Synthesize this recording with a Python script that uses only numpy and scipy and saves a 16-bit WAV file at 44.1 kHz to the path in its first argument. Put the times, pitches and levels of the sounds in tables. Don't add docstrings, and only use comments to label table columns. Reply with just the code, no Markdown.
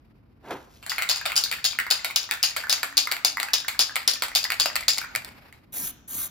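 import sys
import numpy as np
from scipy import signal
from scipy.fft import rfft, irfft, next_fast_len
from scipy.io import wavfile
from scipy.ndimage import uniform_filter1d, map_coordinates

SR = 44100
rng = np.random.default_rng(int(sys.argv[2]) if len(sys.argv) > 2 else 0)


def master_out(mix):
    frames = np.transpose(np.atleast_2d(mix))
    ceiling = np.clip(frames, -1, 1)
    pcm = np.round(ceiling * 32767).astype(np.int16)
    wavfile.write(sys.argv[1], SR, pcm)


N = 278050

# frequency in Hz, relative density in dB per Hz.
AIR_SPECTRUM = [(15, -58.5), (25, -23), (48, -5), (62, -6), (106, -7.5), (142, -8.5), (181, -13.5),
                (231, -9.5), (501, -24.5), (1210, -31.5), (15000, -84)]
# time in seconds, level in dB.
AIR_LEVEL = [(0, -56.5), (3, -58), (5.6, -55), (6.3, -57.5)]
# frequency in Hz, t60 in seconds.
SHED_T60 = [(150, 0.54), (400, 0.93), (900, 0.85), (2100, 0.69), (4800, 0.56), (6300, 0.76), (9000, 0.28),
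            (15000, 0.29)]
# frequency in Hz, relative echo in dB.
WALL_ECHO = [(200, 2), (800, 3.5), (1600, 7.5), (2100, 4), (2800, 5.5), (5000, -0.5), (9000, 0), (15000, 2)]
# frequency in Hz, correlation from 0 to 1.
LIKENESS = [(100, 0.95), (500, 0.29), (1500, 0.17), (5000, 0.31), (6800, .4), (7800, 0.81), (15000, 1)]
# time in seconds, echo offset in dB.
APPROACH = [(.8, 3), (3.3, -3), (4.3, -1), (5.2, -8.5)]

# frequency in Hz, lead of the left in radians.
PORT_PHASE = [(1600, 0), (2400, 1), (5300, 1), (5800, -1), (7000, -1.8), (7900, -2.9), (9200, -3.3),
              (11300, -4.8), (12500, -6.2), (15000, -6.28)]
# frequency in Hz, left over right in dB.
PORT_BALANCE = [(300, 0), (900, -2), (2000, -.5), (3300, 3.3), (5000, 4.6), (7000, 3.5), (7900, 0)]
TOP_HZ = 15900

# time in seconds, level in dB.
HUM_LEVEL = [(2.3, -87), (2.9, -60.5), (3.3, -65), (4.2, -69.5), (4.7, -79.5)]
# time in seconds, level in dB.
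ROLL_LEVEL = [(4.95, -73), (5.15, -51), (5.4, -55), (5.55, -59.5), (5.72, -71), (5.9, -100)]
# frequency in Hz, relative density in dB per Hz.
ROLL_SPECTRUM = [(300, -6), (800, 0), (1400, -2.5), (2500, -2.5), (3300, -11.5), (5000, -11.5),
                 (6200, -24.5), (13000, -18), (15700, -29.5)]

# frequency in Hz, relative density in dB per Hz.
SOLE_SPECTRUM = [(60, -24), (110, -9), (170, -7), (260, -2), (350, 0), (520, -2), (750, -3), (950, -2),
                 (1200, -9), (1600, -10), (2800, -20), (4000, -23), (6000, -50)]
# frequency in Hz, relative density in dB per Hz.
GRIT_SPECTRUM = [(1200, -11), (2500, -2), (4500, -2), (7000, -4.5), (13000, -8.5), (16000, -26)]
STEP_S, SLIDE_S = .505, 0.082
LAND_DB, SLIDE_DB, GRIT_DB, TURN_DB = -27.5, -39, -44, -61.5
LAND_RISE_S, LAND_T60 = 0.0042, 0.25
TURN_PEAK_S, TURN_S = 0.25, 0.52

# start in seconds, time to open fully in seconds, shut in seconds,
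# level in dB before flutter and echo.
BURSTS = [(5.722, 0.043, 5.916, -30.5), (6.076, 0.083, 6.28, -30.5)]
# frequency in Hz, relative density in dB per Hz.
JET_SPECTRUM = [(150, -8.5), (500, -14), (900, -10.5), (1800, -10.5), (2700, -14), (3700, -9),
                (5000, -14.5), (6200, -4.5), (7600, -2), (9300, -1.5), (10800, 5.5), (12300, -4.5),
                (13500, 4), (15700, -7)]
# frequency in Hz, relative density in dB per Hz.
PUSH_SPECTRUM = [(60, -23), (150, -7), (280, 5), (450, -18), (900, -32)]
PUSH_DB = -24.5
CLOSE_S = 0.041

# time in seconds,
# relative level in dB, pitch of the strongest mode in Hz.
SIDE_TAPS = [(0.918, -13, 1940), (1.299, -18, 2050), (2.67, -19.5, 1430), (3.072, -11, 2100),
             (3.371, -9, 2010), (3.381, -16.5, 1960), (5.015, -17, 1540), (5.042, -21.5, 1440)]
# frequency in Hz, relative level in dB, t60 in seconds.
SIDE_MODES = [(916, -17, 0.012), (1290, -2, 0.0045), (2100, -3, 0.018), (4770, -11, 0.0049),
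              (7800, -8.5, 0.0038), (12500, -4, .002)]
GRAZE_LEAD_S, GRAZE_SPREAD_S = 0.05, 0.011
GRAZE_DB, GRAZE_HZ = -22.5, 1955

# frequency in Hz, relative level in dB, t60 in seconds.
SHOULDER_MODES = [(805, -16.5, 0.0068), (1373, -11.5, 0.01), (2194, 0.5, 0.0056), (3530, -3.5, 0.002),
                  (4510, -3.5, 0.0033), (7970, 2, 0.0027), (10340, -0.5, 0.0017), (13400, 7.5, 0.0018),
                  (15200, -15.5, 0.0026)]
# frequency in Hz,
# relative density in dB per Hz.
SHOULDER_WALL = [(250, -26.5), (700, 1.5), (1400, -2.5), (2400, 0), (3100, -1.5), (4900, -2), (5800, -17),
                 (7800, -3), (10000, -12.5), (13000, -10), (15700, -38)]
# time in seconds, relative blow in dB,
# low knock in dB relative, wall ring in dB relative, bounce in seconds later, relative bounce in dB.
SHOULDER_STROKES = [(0.827, -31.5, 3, 9.5, 0.037, -18.5), (0.982, -9, -1.5, 0, 0.04, -8.5),
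                    (1.255, -11.5, -1.5, 8, 0.0061, -10), (1.514, -10.5, -12, 3, 0.012, -11),
                    (1.788, -4.5, 0.5, -14.5, 0.012, -13), (2.046, -8, -5, 2, .006, -16),
                    (2.311, -5, -3, -0.5, 0.0097, -26), (2.564, -10.5, -1, 4.5, 0.0051, -10.5),
                    (2.831, -7, -2, -1.5, 0.0029, -11.5), (3.115, -7, -8, -1.5, 0.0067, -7.5),
                    (3.4, -8, -6, -1, 0.03, -8.5), (3.682, -9.5, -10.5, -2, .003, -8.5),
                    (3.957, -7, -1.5, -0.5, 0.0075, -8), (4.222, -6, -7.5, 1, 0.014, -10.5),
                    (4.503, -6.5, 0.5, -4, .017, -7), (4.756, -7, -10.5, 1, 0.0072, -6),
                    (4.975, -18.5, -4, -5, .011, -12), (5.151, -7.5, -3, -11.5, 0.0087, -7),
                    (5.247, -19, -25, -2.5, 0.042, -31), (5.526, -31.5, 2.5, -0.5, 0.0065, -50)]
BOUNCE_KNOCK_DB, BOUNCE_RING_DB = -6, -3

# frequency in Hz, relative level in dB,
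# t60 in seconds.
BASE_MODES = [(800, -21.5, 0.0062), (1410, -17, 0.0039), (2712, -12.5, 0.0046), (3780, 0.5, 0.0034),
              (4420, -8.5, 0.0063), (5040, 1, 0.0052), (6890, 2.5, 0.0023), (9180, -1.5, 0.0045),
              (11640, -16.5, 0.0013)]
# frequency in Hz,
# relative density in dB per Hz.
BASE_WALL = [(250, -35.5), (700, -31), (1600, -12.5), (2600, -4.5), (3800, -11), (4950, 5.5), (5800, -6),
             (7100, -5), (9400, -19.5), (11000, -16.5), (13500, -21), (15700, -43)]
# time in seconds, relative first blow in dB,
# relative chatter in dB, one further bounce in seconds after the first blow, relative further bounce in dB.
BASE_STROKES = [(0.896, -12.5, -10.5, 0.064, -27), (1.09, -7, 0, 0.023, -9), (1.357, -14, 2.5, .081, -6),
                (1.643, -7, -2, .007, -3.5), (1.904, -9, -5.5, 0.0063, 0), (2.16, -3, -8, .003, -7.5),
                (2.429, -4, 1, .013, -11), (2.696, -4.5, -1.5, 0.031, -2), (2.97, -3, 0, 0.0081, 0),
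                (3.248, 0.5, -5.5, 0.021, -9.5), (3.534, -4.5, -3.5, 0.0046, -2),
                (3.792, -1, 2.5, 0.015, -7.5), (4.077, 1, -3.5, 0.058, -13), (4.351, -4, 2, 0.09, -8.5),
                (4.599, -1.5, -0.5, 0.059, -5), (4.882, 0, 2, 0.1, -10)]
CHATTER_S, CHATTER_GROWS = .0068, 1.8
CHATTER_DB, CHATTER_LOSS_DB = -6.5, 5
FIRST_RING_DB, CHATTER_RING_DB, FURTHER_RING_DB = -1.5, 3, -3.5
BASE_KNOCK_DB, KNOCK_SPREAD_DB = 0, 5.5

BASE_HZ, SHOULDER_HZ, SPOT_SPREAD = 4744, 2150, 0.053
TICK_DB = -10


def amp(db):
    return 10 ** (np.asarray(db) / 20)


def unit(x):
    return x / np.sqrt(np.mean(x ** 2) + 1e-20)


def along(points, hz):
    f, v = np.transpose(points)
    return np.interp(np.log(hz + 1), np.log(f + 1), v)


def curve(rows):
    s, values = np.transpose(rows)
    return np.interp(np.arange(N) / SR, s, values)


def wobble(rate):
    knots = rng.standard_normal(int(N * rate / SR) + 4)
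    return map_coordinates(knots, [np.arange(N) * rate / SR])


def filtered(x, response):
    n = x.shape[-1]
    m = next_fast_len(n + 4096, True)
    return irfft(rfft(x, m) * response(np.fft.rfftfreq(m, 1 / SR)), m)[..., :n]


def noise(spectrum):
    return unit(filtered(rng.standard_normal(N), lambda hz: amp(along(spectrum, hz))))


def treble(x, low_hz):
    return signal.sosfilt(signal.butter(2, low_hz, "high", fs=SR, output="sos"), x)


def diffuse(pair):
    def shares(hz):
        turn = np.arccos(np.clip(along(LIKENESS, hz), -1, 1)) / 2
        return np.array([np.cos(turn), np.sin(turn)])
    mid, side = filtered(pair, shares)
    return np.array([mid + side, mid - side])


def add(track, s, x):
    start = max(round(s * SR), 0)
    track[:, start:start + x.shape[-1]] += x[..., :N - start]


def in_shed(x, wet_db, near_db=4):
    gap_s, near_s = .006, .02
    hz, t, z = signal.stft(rng.standard_normal((2, SR // 2)), SR, nperseg=256)
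    late_db = along(WALL_ECHO, hz)[:, None] - 60 * t / along(SHED_T60, hz)[:, None]
    fade_db = late_db + near_db * np.exp(-t / near_s)
    tail = diffuse(signal.istft(z * amp(fade_db), SR, nperseg=256)[1])
    tail = tail * (1 - np.exp(-(np.arange(tail.shape[1]) / SR / gap_s) ** 2))
    paths = amp(wet_db) * tail / np.linalg.norm(tail[0])
    paths[:, 0] += 1
    return signal.fftconvolve(x[None], paths, axes=1)


def air():
    level_db = curve(AIR_LEVEL)
    drift_db = 1.3 * wobble(4)
    return amp(level_db + drift_db) * diffuse(np.array([noise(AIR_SPECTRUM), noise(AIR_SPECTRUM)]))


def hum(pitch_hz=280, waver=0.61):
    level_db = curve(HUM_LEVEL) + 2.4 * wobble(13)
    phase = 2 * np.pi * pitch_hz * np.arange(N) / SR + waver * wobble(21)
    return amp(level_db) * np.sqrt(2) * np.sin(phase)


def footstep(grain_db=3):
    t = np.arange(N) / SR - STEP_S
    slide = np.interp(t, [-SLIDE_S, 0, LAND_RISE_S], [0, 1, 0])
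    fade_db = -60 * np.maximum(t - LAND_RISE_S, 0) / LAND_T60
    land = np.clip(t / LAND_RISE_S, 0, 1) * amp(fade_db)
    turn = np.interp(t, [0, TURN_PEAK_S, TURN_S], [0, 1, 0]) * amp(3.1 * wobble(39.5))
    sole_level = amp(SLIDE_DB) * slide + amp(LAND_DB) * land
    grit_level = amp(GRIT_DB - LAND_DB) * sole_level + amp(TURN_DB) * turn
    grit = unit(noise(GRIT_SPECTRUM) * amp(grain_db * wobble(600)))
    return in_shed(sole_level * noise(SOLE_SPECTRUM) + grit_level * grit, wet_db=-17)[:, :N]


def roll(grain_db=3):
    level_db = curve(ROLL_LEVEL) + grain_db * wobble(76)
    return amp(level_db) * diffuse(np.array([noise(ROLL_SPECTRUM), noise(ROLL_SPECTRUM)]))


def spray(sputter_db=1.4, crack_open=0.21, patchy_db=2, snap_s=0.0034):
    t = np.arange(N) / SR
    z = signal.stft(noise(JET_SPECTRUM), nperseg=512)[2]
    patches = uniform_filter1d(rng.standard_normal(z.shape), size=6, axis=0)
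    patches = uniform_filter1d(patches, size=8, axis=1)
    hiss = signal.istft(z * amp(patchy_db * unit(patches)), nperseg=512)[1][:N]
    hiss = hiss * amp(sputter_db * wobble(250))
    low = filtered(hiss, lambda hz: 1 / (1 + (hz / 7000) ** 8))
    push = amp(PUSH_DB + 3.4 * wobble(30)) * noise(PUSH_SPECTRUM)
    out = np.zeros((2, N))
    for start, open_s, shut, db in BURSTS:
        times = [start, start + snap_s, start + open_s, shut - CLOSE_S, shut - snap_s, shut]
        flow = amp(db) * np.interp(t, times, [0, crack_open, 1, 1, .4, 0])
        add(out, 0, in_shed(flow * (low + push), wet_db=-10))
        add(out, 0, in_shed(flow * (hiss - low), wet_db=-15))
    return out


def skitter(size_db=-13, spread_db=5, span_s=.08, fade_db=9, count=4):
    train = np.zeros(SR // 4)
    late = rng.uniform(.03, 1, count)
    at = np.minimum(late * span_s * SR, len(train) - 1).astype(int)
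    train[at] = amp(size_db + spread_db * rng.standard_normal(count) - fade_db * late)
    return train


def clack(modes, knock_db, main_hz, scatter_db=3.0, detune=0.027, contact_s=0.00039,
          crack_db=-16, crack_t60=0.011, split_hz=2700, low_hz=380):
    t = np.arange(SR // 40) / SR
    hz, db, t60 = np.transpose(modes)[..., None]
    strength, shift = rng.standard_normal((2, len(modes), 1))
    energy = amp(db) ** 2 * t60
    main = energy == energy.max()
    hz = np.where(main, main_hz, hz * (1 + detune * shift))
    db = db + scatter_db * strength + knock_db * (hz < split_hz)
    sines = np.sin(2 * np.pi * (hz * t + rng.random(hz.shape)))
    ring = np.sum(amp(db - 60 * t / t60) * sines, axis=0)
    crack = amp(crack_db - 60 * t / crack_t60) * rng.standard_normal(len(t))
    blow = (ring + crack) * (1 - np.exp(-(t / contact_s) ** 2))
    blow = treble(blow, low_hz)
    return blow / np.linalg.norm(blow)


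def grazes(spread_db=3, pitch_spread=0.16):
    first_s, last_s = BASE_STROKES[0][0], BASE_STROKES[-1][0]
    blows = [s for s, *_ in BASE_STROKES + SHOULDER_STROKES if first_s < s <= last_s]
    taps = []
    for s in blows:
        when, force, spot = rng.standard_normal(3)
        graze_s = s - GRAZE_LEAD_S + GRAZE_SPREAD_S * when
        taps.append((graze_s, GRAZE_DB + spread_db * force, GRAZE_HZ * np.exp(pitch_spread * spot)))
    return taps


def side_taps(level_db=10, skid_db=-9, skid_s=.022):
    out = np.zeros((2, N))
    for s, db, pitch_hz in SIDE_TAPS + grazes():
        touches = skitter(size_db=skid_db, span_s=skid_s)
        ping = clack(SIDE_MODES, 0, pitch_hz)
        skid_hz = GRAZE_HZ * np.exp(0.13 * rng.standard_normal())
        contacts = signal.fftconvolve(clack(SIDE_MODES, 0, skid_hz), touches)
        contacts[:len(ping)] += ping
        add(out, s, amp(db + level_db) * in_shed(contacts, wet_db=-7, near_db=11))
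    return out


def tick(t, low_hz=9000, life_s=0.00037):
    spike = treble(rng.standard_normal(len(t)) * t * np.exp(-t / life_s), low_hz)
    return spike / np.linalg.norm(spike)


def wall_ring(spectrum, t60, swell_s=0.00148, ripple_db=6.0, ripple_hz=170):
    t = np.arange(SR // 3) / SR
    favour = rng.standard_normal(len(t))

    def colour(hz):
        ripple = np.interp(hz / ripple_hz, np.arange(len(t)), favour)
        return amp(along(spectrum, hz) + ripple_db * ripple)
    crash = diffuse(filtered(rng.standard_normal((2, len(t))), colour))
    crash = crash * amp(-60 * t / t60) * (1 - np.exp(-t / swell_s))
    return crash / np.linalg.norm(crash[0])


def rattle(hits, modes, wall, pitch_hz, level_db, wet_db, wall_db, wall_t60, rebound_db, rebound_s):
    out = np.zeros((2, N))
    for s, db, knock_db, ring_db in hits:
        main_hz = pitch_hz * (1 + SPOT_SPREAD * rng.standard_normal())
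        blow = clack(modes, knock_db, main_hz)
        blow = blow + amp(TICK_DB) * tick(np.arange(len(blow)) / SR)
        touches = skitter() * amp(ring_db)
        touches[round(rebound_s * SR * rng.uniform(.5, 1))] += amp(rebound_db)
        contacts = signal.fftconvolve(clack(modes, knock_db, main_hz), touches)
        contacts[:len(blow)] += blow
        echo_db = wet_db + np.interp(s, *np.transpose(APPROACH))
        add(out, s, amp(db + level_db) * in_shed(contacts, echo_db, near_db=18.0))
        add(out, s, amp(db + level_db + wall_db + ring_db) * wall_ring(wall, wall_t60))
    return out


def shoulder_hits():
    hits = []
    for s, db, knock_db, ring_db, bounce_s, bounce_db in SHOULDER_STROKES:
        hits.append((s, db, knock_db, ring_db))
        hits.append((s + bounce_s, bounce_db, BOUNCE_KNOCK_DB, BOUNCE_RING_DB))
    return hits


def shoulder_clacks():
    return rattle(shoulder_hits(), SHOULDER_MODES, SHOULDER_WALL, SHOULDER_HZ, level_db=8.5, wet_db=-4,
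                  wall_db=-2.5, wall_t60=0.24, rebound_db=-4.5, rebound_s=0.0015)


def base_hits():
    hits = []  # (s, dB, knock dB, ring dB)
    for s, first_db, chatter_db, further_s, further_db in BASE_STROKES:
        knock_db = BASE_KNOCK_DB + KNOCK_SPREAD_DB * rng.standard_normal(size=4)
        hops = CHATTER_S * CHATTER_GROWS ** np.arange(2) * np.exp(.1 * rng.standard_normal(2))
        hits.append((s, first_db, knock_db[0], FIRST_RING_DB))
        for k, later_s in enumerate(np.cumsum(hops)):
            bounce_db = chatter_db + CHATTER_DB - CHATTER_LOSS_DB * k
            hits.append((s + later_s, bounce_db, knock_db[k + 1], CHATTER_RING_DB))
        hits.append((s + further_s, further_db, knock_db[-1], FURTHER_RING_DB))
    return hits


def base_clacks():
    return rattle(base_hits(), BASE_MODES, BASE_WALL, BASE_HZ, level_db=9.5, wet_db=-3,
                  wall_db=-0.5, wall_t60=0.22, rebound_db=-4.5, rebound_s=.0028)


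def scene():
    background = air() + hum()
    can = roll() + side_taps() + shoulder_clacks() + base_clacks()
    return background + footstep() + spray() + can


def record(dry):
    def split(hz):
        half = amp(along(PORT_BALANCE, hz) / 2) * np.exp(1j * along(PORT_PHASE, hz) / 2)
        return np.array([half, 1 / half])
    pair = np.clip(filtered(dry, split), -1, 1)
    return filtered(pair, lambda hz: 1 / (1 + (hz / TOP_HZ) ** 80))


dry = scene()
out = record(dry)
master_out(out)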